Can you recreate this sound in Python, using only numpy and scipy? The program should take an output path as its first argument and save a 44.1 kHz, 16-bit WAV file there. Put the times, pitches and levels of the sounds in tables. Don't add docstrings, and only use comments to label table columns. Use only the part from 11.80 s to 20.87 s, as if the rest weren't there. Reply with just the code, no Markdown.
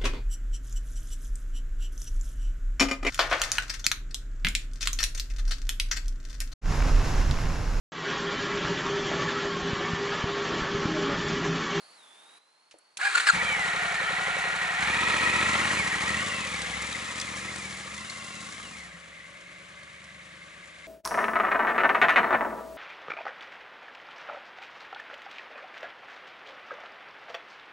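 import sys
import numpy as np
from scipy import signal
from scipy.fft import rfft, irfft
from scipy.io import wavfile
from scipy.ndimage import uniform_filter1d, map_coordinates

SR = 44100
rng = np.random.default_rng(int(sys.argv[2]) if len(sys.argv) > 2 else 0)


def master(y):
    cut = np.clip(np.atleast_2d(y).T, -1, 1)
    pcm = np.round(cut * 32767)
    wavfile.write(sys.argv[1], SR, pcm.astype(np.int16))


N = 399987
T = np.arange(N) / SR

# (frequency [Hz], level [dB])
FOREST_SPECTRUM = [(50, -39), (120, -12), (200, -7.5), (1000, 5.5), (2500, -2), (8000, -11), (11000, -9)]
# (frequency [Hz], level [dB])
HISS_SPECTRUM = [(50, -34), (120, -18), (250, -6.5), (1000, 2.5), (2500, -3.5), (6000, -11.5), (11000, -8)]
# (frequency [Hz], left phase lead [rad])
PORT_LEAD = [(60, 1), (150, -0.063), (340, -0.74), (1000, -1.13), (2700, -1), (3600, -0.84), (6000, -0.77),
             (11000, -0.067)]
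# (frequency [Hz], likeness of the ports [0-1])
PORT_LIKENESS = [(60, 1), (2500, 0.4), (5000, 0.48), (11000, 0.34)]
# (frequency [Hz], left minus right [dB])
BALANCE_NEAR = [(100, 2), (1000, 1), (2000, 1), (4000, -3), (10000, -3.5)]
BALANCE_FAR = [(100, 2.1), (2000, 1.8), (6000, 1.9)]
# (time [s], level [dB], ring [Hz])
TWIG_SNAPS = [(4.672, -38, 3760), (4.818, -31, 4020), (5.024, -35, 7500), (5.127, -32.5, 3660),
              (5.4, -29, 5060), (5.414, -28, 3460), (5.761, -36, 8000), (6.179, -38, 3460),
              (6.299, -35.5, 4320)]
# (time [s], level [dB], centre [Hz], spread [octaves], t60 [s])
SWITCH_CLICKS = [(.911, -50.5, 2380, 1.66, 0.1), (.942, -49.5, 477, 0.73, 0.1),
                 (.986, -54.5, 8700, 0.49, .03), (1.172, -30.5, 4330, 1.9, 0.039)]
# (frequency [Hz], level [dB])
GRIND_SPECTRUM = [(100, -42), (400, -19.5), (800, -19), (1000, -7.5), (1500, 2.5), (2400, -3.5),
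                  (3300, -11.5), (4300, -7), (5200, -20.5), (7500, -15), (11000, -24)]
# (time [s], level [dB], pitch [Hz], half length [s], roughness [0-1])
STARTER_SQUAWKS = [(1.215, -24, 1640, .003, 0.1), (1.235, -25, 1500, 0.0054, 0.24),
                   (1.256, -19.5, 1630, 0.0062, 0.27), (1.273, -20.5, 1650, 0.0046, 0.13),
                   (1.356, -13, 1420, 0.0041, 0.29), (1.380, -15.5, 1430, 0.0051, 0.5),
                   (1.405, -22, 1500, 0.0077, 0.67), (1.476, -14, 1690, 0.006, 0.52),
                   (1.49, -12.5, 1600, 0.0041, 0.3), (1.502, -12.5, 1390, 0.0044, 0.18)]
# (time [s], four-stroke cycle rate [Hz])
CRANK_SPEED = [(1.412, 3.44), (1.55, 13.2), (1.64, 14.5), (1.72, 13.8), (1.85, 11.4), (2.03, 11.5),
               (2.218, 10.66), (2.432, 11.69), (2.803, 11.4), (2.945, 10.79), (3.131, 15.01), (3.616, 15.3),
               (3.937, 17.51), (4.021, 12.45), (4.173, 12.24), (4.448, 17.84), (4.838, 12.4),
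               (5.132, 14.95), (5.369, 15.1), (5.581, 14.44), (5.702, 15.54), (5.87, 13.74), (6.019, 13.2),
               (6.274, 17.16), (6.65, 16.05), (6.78, 19.2), (6.82, 18.6), (6.91, 15.4), (7.04, 11.75),
               (7.13, 9), (7.49, 9), (7.566, 9.6), (7.86, 9.36), (8.09, 9.75), (8.18, 9.4), (8.6, 9.25),
               (8.77, 9.7), (8.9, 9.4)]
# (time [s], throttle opening [0-1])
HAND_THROTTLE = [(2.96, 0), (3.04, 0.56), (3.6, 0.81), (4.0, 0.92), (4.1, 0.61), (4.35, 1), (4.58, 0.75),
                 (5.75, 0.9), (6.05, 0.66), (6.86, 0.73), (7.06, 0.53)]
# (time [s], speed [m/s])
ROAD_SPEED = [(3.35, 0), (4.05, 3), (6.7, 7), (7.35, 0.5)]
# (time [s], length [s], level [dB], pitch [Hz], fall [Hz/s])
FALLING_WHINES = [(1.631, .17, -36.5, 3290, 2870), (2.222, .13, -40, 3340, 4900),
                  (6.5, 0.31, -54, 4110, 2610)]
# (frequency [Hz], level [dB])
CHAIN_SPECTRUM = [(2500, -14.5), (4000, 1), (5000, -1), (7500, 1), (9000, -7), (10200, -3.5), (11200, -14)]
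# (place in cycle [0-1], level [dB])
VALVE_KNOCKS = [(.01, -1.5), (.12, 2.5), (.29, -0.5), (.35, 1.5), (.47, -1.5), (.6, -1.5), (.69, -1.5),
                (.95, -0.5)]
# (multiple of cycle rate, level free [dB], level loaded [dB], lift when smooth [dB])
GEAR_TONES = [(62, -9, -9, 0), (66, -16, -4, 0), (86, -20, -1, 0), (124, -6, -3, -5), (166, 0, -4, 8),
              (226, -3, -14, -4)]
# (place in cycle [0-1], level [dB])
CLUTCH_LASH = [(.78, -3), (.87, -1.5), (.97, -5), (.18, -4)]
# (time [s], level [dB], ring [Hz])
CLUTCH_CLACKS = [(3.531, -18, 1929), (3.8, -17, 2000), (3.862, -22, 2078), (4.059, -19, 1947),
                 (4.141, -21, 1950), (4.220, -23, 1946), (4.291, -20, 1896), (4.343, -20, 1920),
                 (7.149, -39, 1870), (7.402, -42, 2050), (7.441, -40, 2070), (7.719, -41, 2110)]
# (place in cycle [0-1], ring [Hz], level [dB])
CASE_PINGS = [(.96, 1300, -2.5), (.34, 1310, -1.5), (.43, 1040, -4), (0.92, 1920, -4)]
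# (frequency [Hz], width [Hz], lift [dB])
CASE_MODES = [(1680, 59, 3.5), (1864, 52, 2.5), (2272, 10.3, 7)]
# (frequency [Hz], level [dB])
ENGINE_BESIDE = [(150, -55), (300, -11.5), (520, -5.5), (650, -3.5), (725, 3.5), (830, 0.5), (1100, 0),
                 (1300, 4), (1440, 6), (1580, 1), (1900, 2), (2120, 3.5), (2300, 5), (2550, -1.5),
                 (4200, -7.5), (5500, -36)]
ENGINE_PULLING = [(150, -19), (280, 8.5), (560, 8.5), (700, 8.5), (850, 13), (1010, 11.5), (1120, 11.5),
                  (1310, 15), (1500, 7), (1650, 12.5), (1900, 14), (2060, 15.5), (2350, 16.5), (2620, 11.5),
                  (2900, 9.5), (4200, 5.5), (5500, -26), (8000, -38)]
ENGINE_AWAY = [(150, -34), (250, -5.5), (378, -4.5), (523, 4.5), (587, 2), (801, 2), (900, -4.5), (1070, 7),
               (1280, 5), (1490, 1), (1830, 4.5), (2060, 8.5), (2300, 3.5), (2920, 2), (3680, 2),
               (5500, -18), (7150, -35), (12100, -120)]
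ENGINE_FAR = [(150, -55), (250, -5.5), (447, -3), (543, 6), (865, -8), (1140, 5), (1430, -1.5), (1650, 1.5),
              (1810, 3.5), (2080, 6.5), (2700, 1.5), (3640, -0.5), (4650, -10.5), (5500, -28), (7150, -91),
              (12100, -120)]
# (time [s], length [s])
COLOUR_FADES = [(2.898, 0.37), (3.94, 0.63), (6.9, 0.4)]
# (time [s], level [dB])
HARD_FIRINGS = [(1.534, -33.5), (1.566, -33), (7.14, -46)]
# (frequency [Hz], level [dB])
PUFF_SPECTRUM = [(25, -40), (45, -38), (60, -2), (76, 2.5), (100, -4), (130, -3.5), (200, -10), (270, -23),
                 (400, -22), (700, -26), (1500, -39.5)]

FIRINGS = [0, .375]
# (level parked [dB], lift at full throttle [dB], loss per doubling of distance [dB])
THUMP_LAW, RING_LAW = (-56, 16.1, 4), (-52.5, 13.4, 3.46)
CLATTER_LAW, CHAIN_LAW = (-29.5, 4.43, 5.95), (-45, 7.43, 5.01)
LEVEL_STEP_S = 0.582
STARTER_ON_S, STARTER_OFF_S = 1.17, 1.56
PARKED_M, BAND_LIMIT_HZ = 2.13, 11150


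def gain_of(db):
    return 10 ** (np.asarray(db) / 20)


def unit_rms(x):
    return x / np.sqrt(np.mean(x ** 2) + 1e-20)


def steadied(x, size=9000):
    power = abs(uniform_filter1d(uniform_filter1d(x ** 2, size), size))
    return x / np.sqrt(power + 1e-4 * np.mean(x ** 2))


def at_hz(points, hz):
    f, value = np.transpose(points)
    return np.interp(np.log(hz + 1), np.log(f + 1), value)


def curves(rows):
    s, *columns = np.transpose(rows)
    return [np.interp(T, s, c) for c in columns]


def after(s, rise):
    return np.clip((T - s) / rise, 0, 1)


def noise():
    return rng.standard_normal(N)


def wander(hz):
    lowpass = np.exp(-(np.fft.rfftfreq(N, 1 / SR) / hz) ** 2)
    return unit_rms(irfft(rfft(noise()) * lowpass, N))


def sine(hz):
    return np.sin(2 * np.pi * np.cumsum(hz) / SR)


def coloured(x, points, modes=(), size=8192):
    hz = abs(np.fft.fftfreq(size, 1 / SR))
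    db = at_hz(points, hz) + sum(lift / (1 + ((hz - f) / width) ** 2) for f, width, lift in modes)
    log_gain = np.log(gain_of(np.maximum(db, -100)))
    response = np.fft.ifft(np.exp(signal.hilbert(log_gain).conj())).real
    return signal.oaconvolve(x, response[:size // 2])[:len(x)]


def resonate(x, hz, width):
    carrier = np.exp(2j * np.pi * np.cumsum(hz * np.ones(N)) / SR)
    pole = np.exp(-np.pi * width / SR)
    return 2 * (carrier * signal.lfilter([1 - pole], [1, -pole], x / carrier)).real


def taps(rows, size=8192):
    out, t, hz = np.zeros(N + size), np.arange(size) / SR, np.fft.rfftfreq(size, 1 / SR)
    for s, db, centre, spread, t60 in rows:
        band = np.exp(-(np.log2((hz + 1) / centre) / spread) ** 2) * (hz < BAND_LIMIT_HZ)
        burst = unit_rms(irfft(rfft(rng.standard_normal(size)) * band))
        out[round(s * SR):][:size] += burst * gain_of(db - 60 * t / t60)
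    return out[:N]


def forest_air():
    return gain_of(-64.5) * unit_rms(coloured(noise(), FOREST_SPECTRUM))


def background_hiss():
    hiss = gain_of(-55) * unit_rms(coloured(noise(), HISS_SPECTRUM))
    return hiss * (1 - after(LEVEL_STEP_S, 0.0084))


def trees(x, t60=0.46):
    t = np.arange(SR // 2) / SR
    echoes = rng.standard_normal(len(t)) * (rng.random(len(t)) < .04)
    tail = echoes * gain_of(-60 * t / t60) * (t > .02)
    wet = signal.oaconvolve(x, tail / np.linalg.norm(tail))[:N]
    return coloured(wet, [(80, -10), (400, 7.0), (3000, 6.5), (10000, 1.0)])


def scattered(x, t60=0.24, near_share=0.02, far_share=0.63):
    t = np.arange(SR // 3) / SR
    tails = rng.standard_normal((3, len(t))) * gain_of(-60 * t / t60)
    blur = sum(signal.oaconvolve(x * np.cos(np.pi * (T + k / 3)), tail)[:N]
               for k, tail in enumerate(tails))
    share = np.interp(T, [4, 7.3], [near_share, far_share])
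    return np.sqrt(1 - share) * steadied(x) + np.sqrt(share) * steadied(blur)


def twigs():
    cracks = taps([(s, db, 5000, 1.1, .022) for s, db, _ in TWIG_SNAPS])
    return cracks + taps([(s, db - 2.5, hz, .07, .045) for s, db, hz in TWIG_SNAPS])


def fuel_pump(racing_hz=4450, sag_hz=990, primed_s=.16, sag_s=.045):
    sag = 1 - np.exp(-np.maximum(T - primed_s, 0) / sag_s)
    recovery = np.sin(np.pi / 2 * after(0.32, 0.8))
    hz = racing_hz - sag_hz * sag * (1 - recovery)
    waver = 0.00794 * (1 + 4 * (1 - sag))
    whine = unit_rms(sine(hz * (1 + waver * wander(420))))
    rasp = unit_rms(resonate(noise(), hz - 90, width=130))
    db = -61 - 10 * after(LEVEL_STEP_S, 0.012)
    return gain_of(db) * unit_rms(whine + 0.73 * rasp) * (1 - after(STARTER_ON_S, .08))


def starter(hz=817, spin_up_s=0.037, heave_s=1.385, heave_length_s=0.053):
    spin = 1 - np.exp(-(np.maximum(T - STARTER_ON_S, 0) / spin_up_s) ** 2)
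    heave = np.exp(-((T - heave_s) / heave_length_s) ** 2)
    turns = np.cumsum(hz * spin * (1 - 0.15 * heave) * (1 + 0.03 * wander(230))) / SR
    whine = sum(np.sin(2 * np.pi * k * turns) for k in range(1, 5))
    whine = unit_rms(coloured(whine, [(550, -17.0), (790, 1.5), (1600, -1), (2300, 5), (3200, -12)]))
    whine *= gain_of(-1 - 14 * after(1.284, 0.025))
    grind = unit_rms(coloured(noise(), GRIND_SPECTRUM))
    return gain_of(-32 + 3 * heave) * spin * (grind + whine) * (1 - after(STARTER_OFF_S, 0.025))


def squawks(sink_hz_per_s=3500, shrill_db=-13):
    out, rasp = np.zeros(N), unit_rms(coloured(noise(), GRIND_SPECTRUM))
    waver = 1 + 0.018 * wander(480)
    chatter = 1 + 0.12 * wander(770)
    for s, db, hz, length, rough in STARTER_SQUAWKS:
        span = abs(T - s) < .04
        t = T[span] - s
        edge = min(gain_of(db - shrill_db), 1)
        angle = 2 * np.pi * np.cumsum((hz - sink_hz_per_s * t) * waver[span]) / SR
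        overtones = gain_of(-14) * np.sin(3 * angle) + gain_of(-16) * np.sin(5 * angle)
        tone = unit_rms(chatter[span] * (np.sin(angle) + edge * overtones))
        envelope = gain_of(db) * np.exp(-(t / length) ** 2 / 2)
        out[span] += envelope * ((1 - rough) * tone + rough * rasp[span])
    return out


def throttle(flare_s=1.74, flare_opening=0.33, fade_s=0.41):
    flare = flare_opening * np.exp(-np.maximum(T - flare_s, 0) / fade_s)
    return np.clip(curves(HAND_THROTTLE)[0] + flare, 0, 1)


def road_speed():
    return curves(ROAD_SPEED)[0]


def settled(fast_idle_hz=11.15, slow_idle_hz=9.53):
    return np.clip((fast_idle_hz - curves(CRANK_SPEED)[0]) / (fast_idle_hz - slow_idle_hz), 0, 1)


def gain_at_mic(parked_db, throttle_db, doubling_db):
    distance = PARKED_M + np.cumsum(road_speed()) / SR
    loss_db = doubling_db * np.log2(distance / PARKED_M)
    return gain_of(parked_db + throttle_db * throttle() - 3.5 * settled() - loss_db)


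def strikes(cycles, place, scatter):
    passed = np.diff(np.floor(cycles - place), prepend=np.floor(cycles[0] - place))
    return passed * gain_of(scatter * rng.uniform(-3.0, 3.4, N))


def power_strokes(cycles, sharpness=9):
    return sum(np.exp((np.cos(2 * np.pi * (cycles - at)) - 1) * sharpness) for at in FIRINGS)


def silencer_hum(cycles, multiple=19):
    return gain_of(-61) * settled() * np.sin(2 * np.pi * multiple * cycles) * after(7, .1)


def falling_whines(waver=0.0029):
    out = np.zeros(N)
    for s, length, db, hz, fall in FALLING_WHINES:
        progress = after(s, length)
        tone = sine((hz - fall * length * progress) * (1 + waver * wander(200)))
        out += gain_of(db) * np.sin(np.pi * progress ** .7) * tone
    return out


def knocks(cycles, scatter, t60):
    hits = sum(gain_of(db) * strikes(cycles, place, scatter) for place, db in VALVE_KNOCKS)
    return unit_rms(signal.lfilter([1], [1, -gain_of(-60 / (t60 * SR))], hits) * noise())


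def chain_and_tyres(cycles, grit_per_s=260, grit_s=0.00068, db_per_mps=1.06):
    grains = (rng.random(N) < grit_per_s / SR) * gain_of(-6 * np.minimum(rng.exponential(1, N), 4))
    grit = unit_rms(signal.lfilter([1], [1, -np.exp(-1 / (grit_s * SR))], grains) * noise())
    rolling = road_speed()
    drive = noise() + gain_of(-3) * knocks(cycles, scatter=3.8, t60=0.09)
    drive += gain_of(-6) * rolling / rolling.max() * grit
    drive *= gain_of(2 * throttle() * power_strokes(cycles))
    hiss = steadied(coloured(drive, CHAIN_SPECTRUM))
    return gain_at_mic(*CHAIN_LAW) * gain_of(db_per_mps * rolling) * hiss * after(1.5, 0.035)


def gears(cycles, speed, free_hz=10, loaded_hz=19.3, flutter_db=5, lash_db=1.5):
    slowing = np.clip(-uniform_filter1d(np.gradient(speed) * SR, 3000) / 13, 0, 1)
    slowing *= (1 - throttle() ** 2) * np.clip(speed - 9.8, 0, 1)
    lugging = throttle() * np.clip(14 - speed, 0, 1) * (1 - slowing) * np.tanh(road_speed())
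    spinning = 0.25 * after(4.2, .2) * np.clip(speed - 15, 0, 1)
    smooth = np.maximum(slowing * (1 - lugging), spinning)
    load = np.clip((speed - free_hz) / (loaded_hz - free_hz), 0, 1) ** 0.54 * (1 - 0.095 * slowing)
    ripple = np.sin(2 * np.pi * cycles) + np.sin(4 * np.pi * cycles) / 2
    lurch = (0.0037 + 0.0029 * settled()) * ripple * (1 + wander(9) / 2)
    wobble = (0.0014 + 0.0026 * lugging) * wander(59)
    jolt = 0.00056 * np.tanh(road_speed()) * wander(30)
    turns = cycles + (lurch + wobble + jolt) * (1 - 0.9 * smooth)
    mesh = np.zeros(N)
    for multiple, free, loaded, lift in GEAR_TONES:
        db = free + load * (loaded - free) + lift * smooth + flutter_db * np.tanh(wander(40))
        mesh += gain_of(db) * np.sin(2 * np.pi * multiple * turns)
    slack = gain_of(-lash_db * np.cos(2 * np.pi * cycles))
    return steadied(mesh * slack) * gain_of(-5 + throttle() + 2.5 * smooth)


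def clutch_rattle(cycles, near_hz=1905, far_hz=2085, waver_hz=45, t60=.04):
    hits = sum(gain_of(db) * strikes(cycles, place, scatter=2.4) for place, db in CLUTCH_LASH)
    bursts = uniform_filter1d(signal.lfilter([1], [1, -gain_of(-60 / (t60 * SR))], hits), size=260)
    hz = near_hz + (far_hz - near_hz) * after(4.4, .5)
    ring = bursts * sine(hz + waver_hz * wander(150))
    return steadied(ring, size=20000) * gain_of(-10 + 3 * throttle() + 1.5 * settled())


def clutch_clacks(rise_s=0.0022, t60=0.051, waver=0.035, rough=0.2):
    ages = [(np.maximum(T - s, 0), db) for s, db, _ in CLUTCH_CLACKS]
    bursts = sum(np.minimum(t / rise_s, 1) * gain_of(db - 60 * t / t60) for t, db in ages)
    ring = unit_rms(sine(curves(CLUTCH_CLACKS)[1] * (1 + waver * wander(249))))
    return bursts * ((1 - rough) * ring + rough * unit_rms(coloured(noise(), GRIND_SPECTRUM)))


def case_pings(cycles, width_cycles=0.054, waver=0.01197):
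    out = np.zeros(N)
    for place, hz, db in CASE_PINGS:
        offset = (cycles - place + .5) % 1 - .5
        envelope = gain_of(db) * np.exp(-(offset / width_cycles) ** 2 / 2)
        out += envelope * sine(hz * (1 + waver * wander(20.2)))
    return out * after(*COLOUR_FADES[0]) * (1 - after(*COLOUR_FADES[1]))


def clatter(cycles, speed):
    pattern = rng.standard_normal(1600)
    repeating = unit_rms(map_coordinates(pattern, [cycles % 1 * len(pattern)], mode="grid-wrap"))
    drive = noise() + gain_of(-2) * knocks(cycles, scatter=1.8, t60=0.031)
    drive = unit_rms(drive + gain_of(-3) * repeating)
    pulling = throttle() * (1 - 0.82 * after(3.3, 0.92))
    bite = gain_of((1 + 2 * pulling) * power_strokes(cycles))
    drive = steadied(drive * bite) + 0.48 * gears(cycles, speed)
    colours = ENGINE_BESIDE, ENGINE_PULLING, ENGINE_AWAY, ENGINE_FAR
    body, *later = [steadied(coloured(drive, colour, CASE_MODES)) for colour in colours]
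    for (s, length), next_body in zip(COLOUR_FADES, later):
        body += after(s, length) * (next_body - body)
    gulp = strikes(cycles, place=.13, scatter=2.4)
    chuff = gain_of(-21) * unit_rms(resonate(gulp, hz=531, width=52)) * (1 - throttle())
    parts = steadied(body) + clutch_rattle(cycles) + case_pings(cycles) + chuff
    return gain_at_mic(*CLATTER_LAW) * parts * after(1.505, 0.057)


def hard_firings(hz=175, t60=0.2):
    ages = [(np.maximum(T - s, 0), db) for s, db in HARD_FIRINGS]
    return sum(gain_of(db - 60 * t / t60) * np.sin(2 * np.pi * hz * t) for t, db in ages)


def exhaust(cycles, speed, cold_hz=179, hot_hz=208, flow_s=0.013, bounce_s=0.0175):
    first, second = [strikes(cycles, place, scatter=.5) for place in FIRINGS]
    puffs = -first - gain_of(1.5) * second
    flow = signal.lfilter([1], [1, -np.exp(-1 / (flow_s * SR))], abs(puffs))
    puffs = unit_rms(puffs) + gain_of(-25) * unit_rms(flow * noise())
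    thump = coloured(puffs + 0.38 * np.roll(puffs, round(bounce_s * SR)), PUFF_SPECTRUM)
    ring = resonate(puffs, np.interp(speed, [11.7, 15.4], [cold_hz, hot_hz]), width=25)
    ring = coloured(ring, [(60, 2.0), (150, 8.5), (230, 1.0), (330, 9.5), (900, -22)])
    beats = gain_at_mic(*THUMP_LAW) * scattered(thump) + gain_at_mic(*RING_LAW) * scattered(ring)
    return beats * gain_of(0.5 * wander(4.9) - settled()) * after(1.521, 0.017)


def microphone_ports(x):
    hz, t, spectrum = signal.stft(x, SR, nperseg=256, noverlap=192)
    gone = np.clip((t - 3.4) / 1.6, 0, 1)
    side_db = np.outer(at_hz(BALANCE_NEAR, hz), 1 - gone) + np.outer(at_hz(BALANCE_FAR, hz), gone)
    unlike = np.sqrt(1 - np.clip(at_hz(PORT_LIKENESS, hz), 0, 1))[:, None]
    stray = spectrum * np.exp(2j * np.pi * rng.random(spectrum.shape)) * unlike
    pan = np.exp(.5j * at_hz(PORT_LEAD, hz))[:, None] * gain_of(side_db / 2)
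    pair = np.array([(spectrum + stray) * pan, (spectrum - stray) / pan])
    return signal.istft(pair, nperseg=256, noverlap=192)[1][:, :N]


def scene():
    speed, = curves(CRANK_SPEED)
    cycles = np.cumsum(speed) / SR
    engine = exhaust(cycles, speed) + silencer_hum(cycles) + hard_firings() + clatter(cycles, speed)
    bike = engine + chain_and_tyres(cycles) + twigs() + clutch_clacks()
    bike += starter() + squawks() + falling_whines() + fuel_pump() + taps(SWITCH_CLICKS)
    into_trees = bike * gain_of(np.interp(T, [3.5, 7], [-24, -17]))
    direct = microphone_ports(bike + 0.7 * (forest_air() + background_hiss()))
    diffuse = [trees(into_trees) + .5 * (forest_air() + background_hiss()) for _ in range(2)]
    return direct + np.array(diffuse)


def record(dry):
    lowpass = signal.firwin(601, BAND_LIMIT_HZ, window=("kaiser", 8), fs=SR)
    return signal.oaconvolve(dry, lowpass[None], "same")


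dry = scene()
out = record(dry)
master(out)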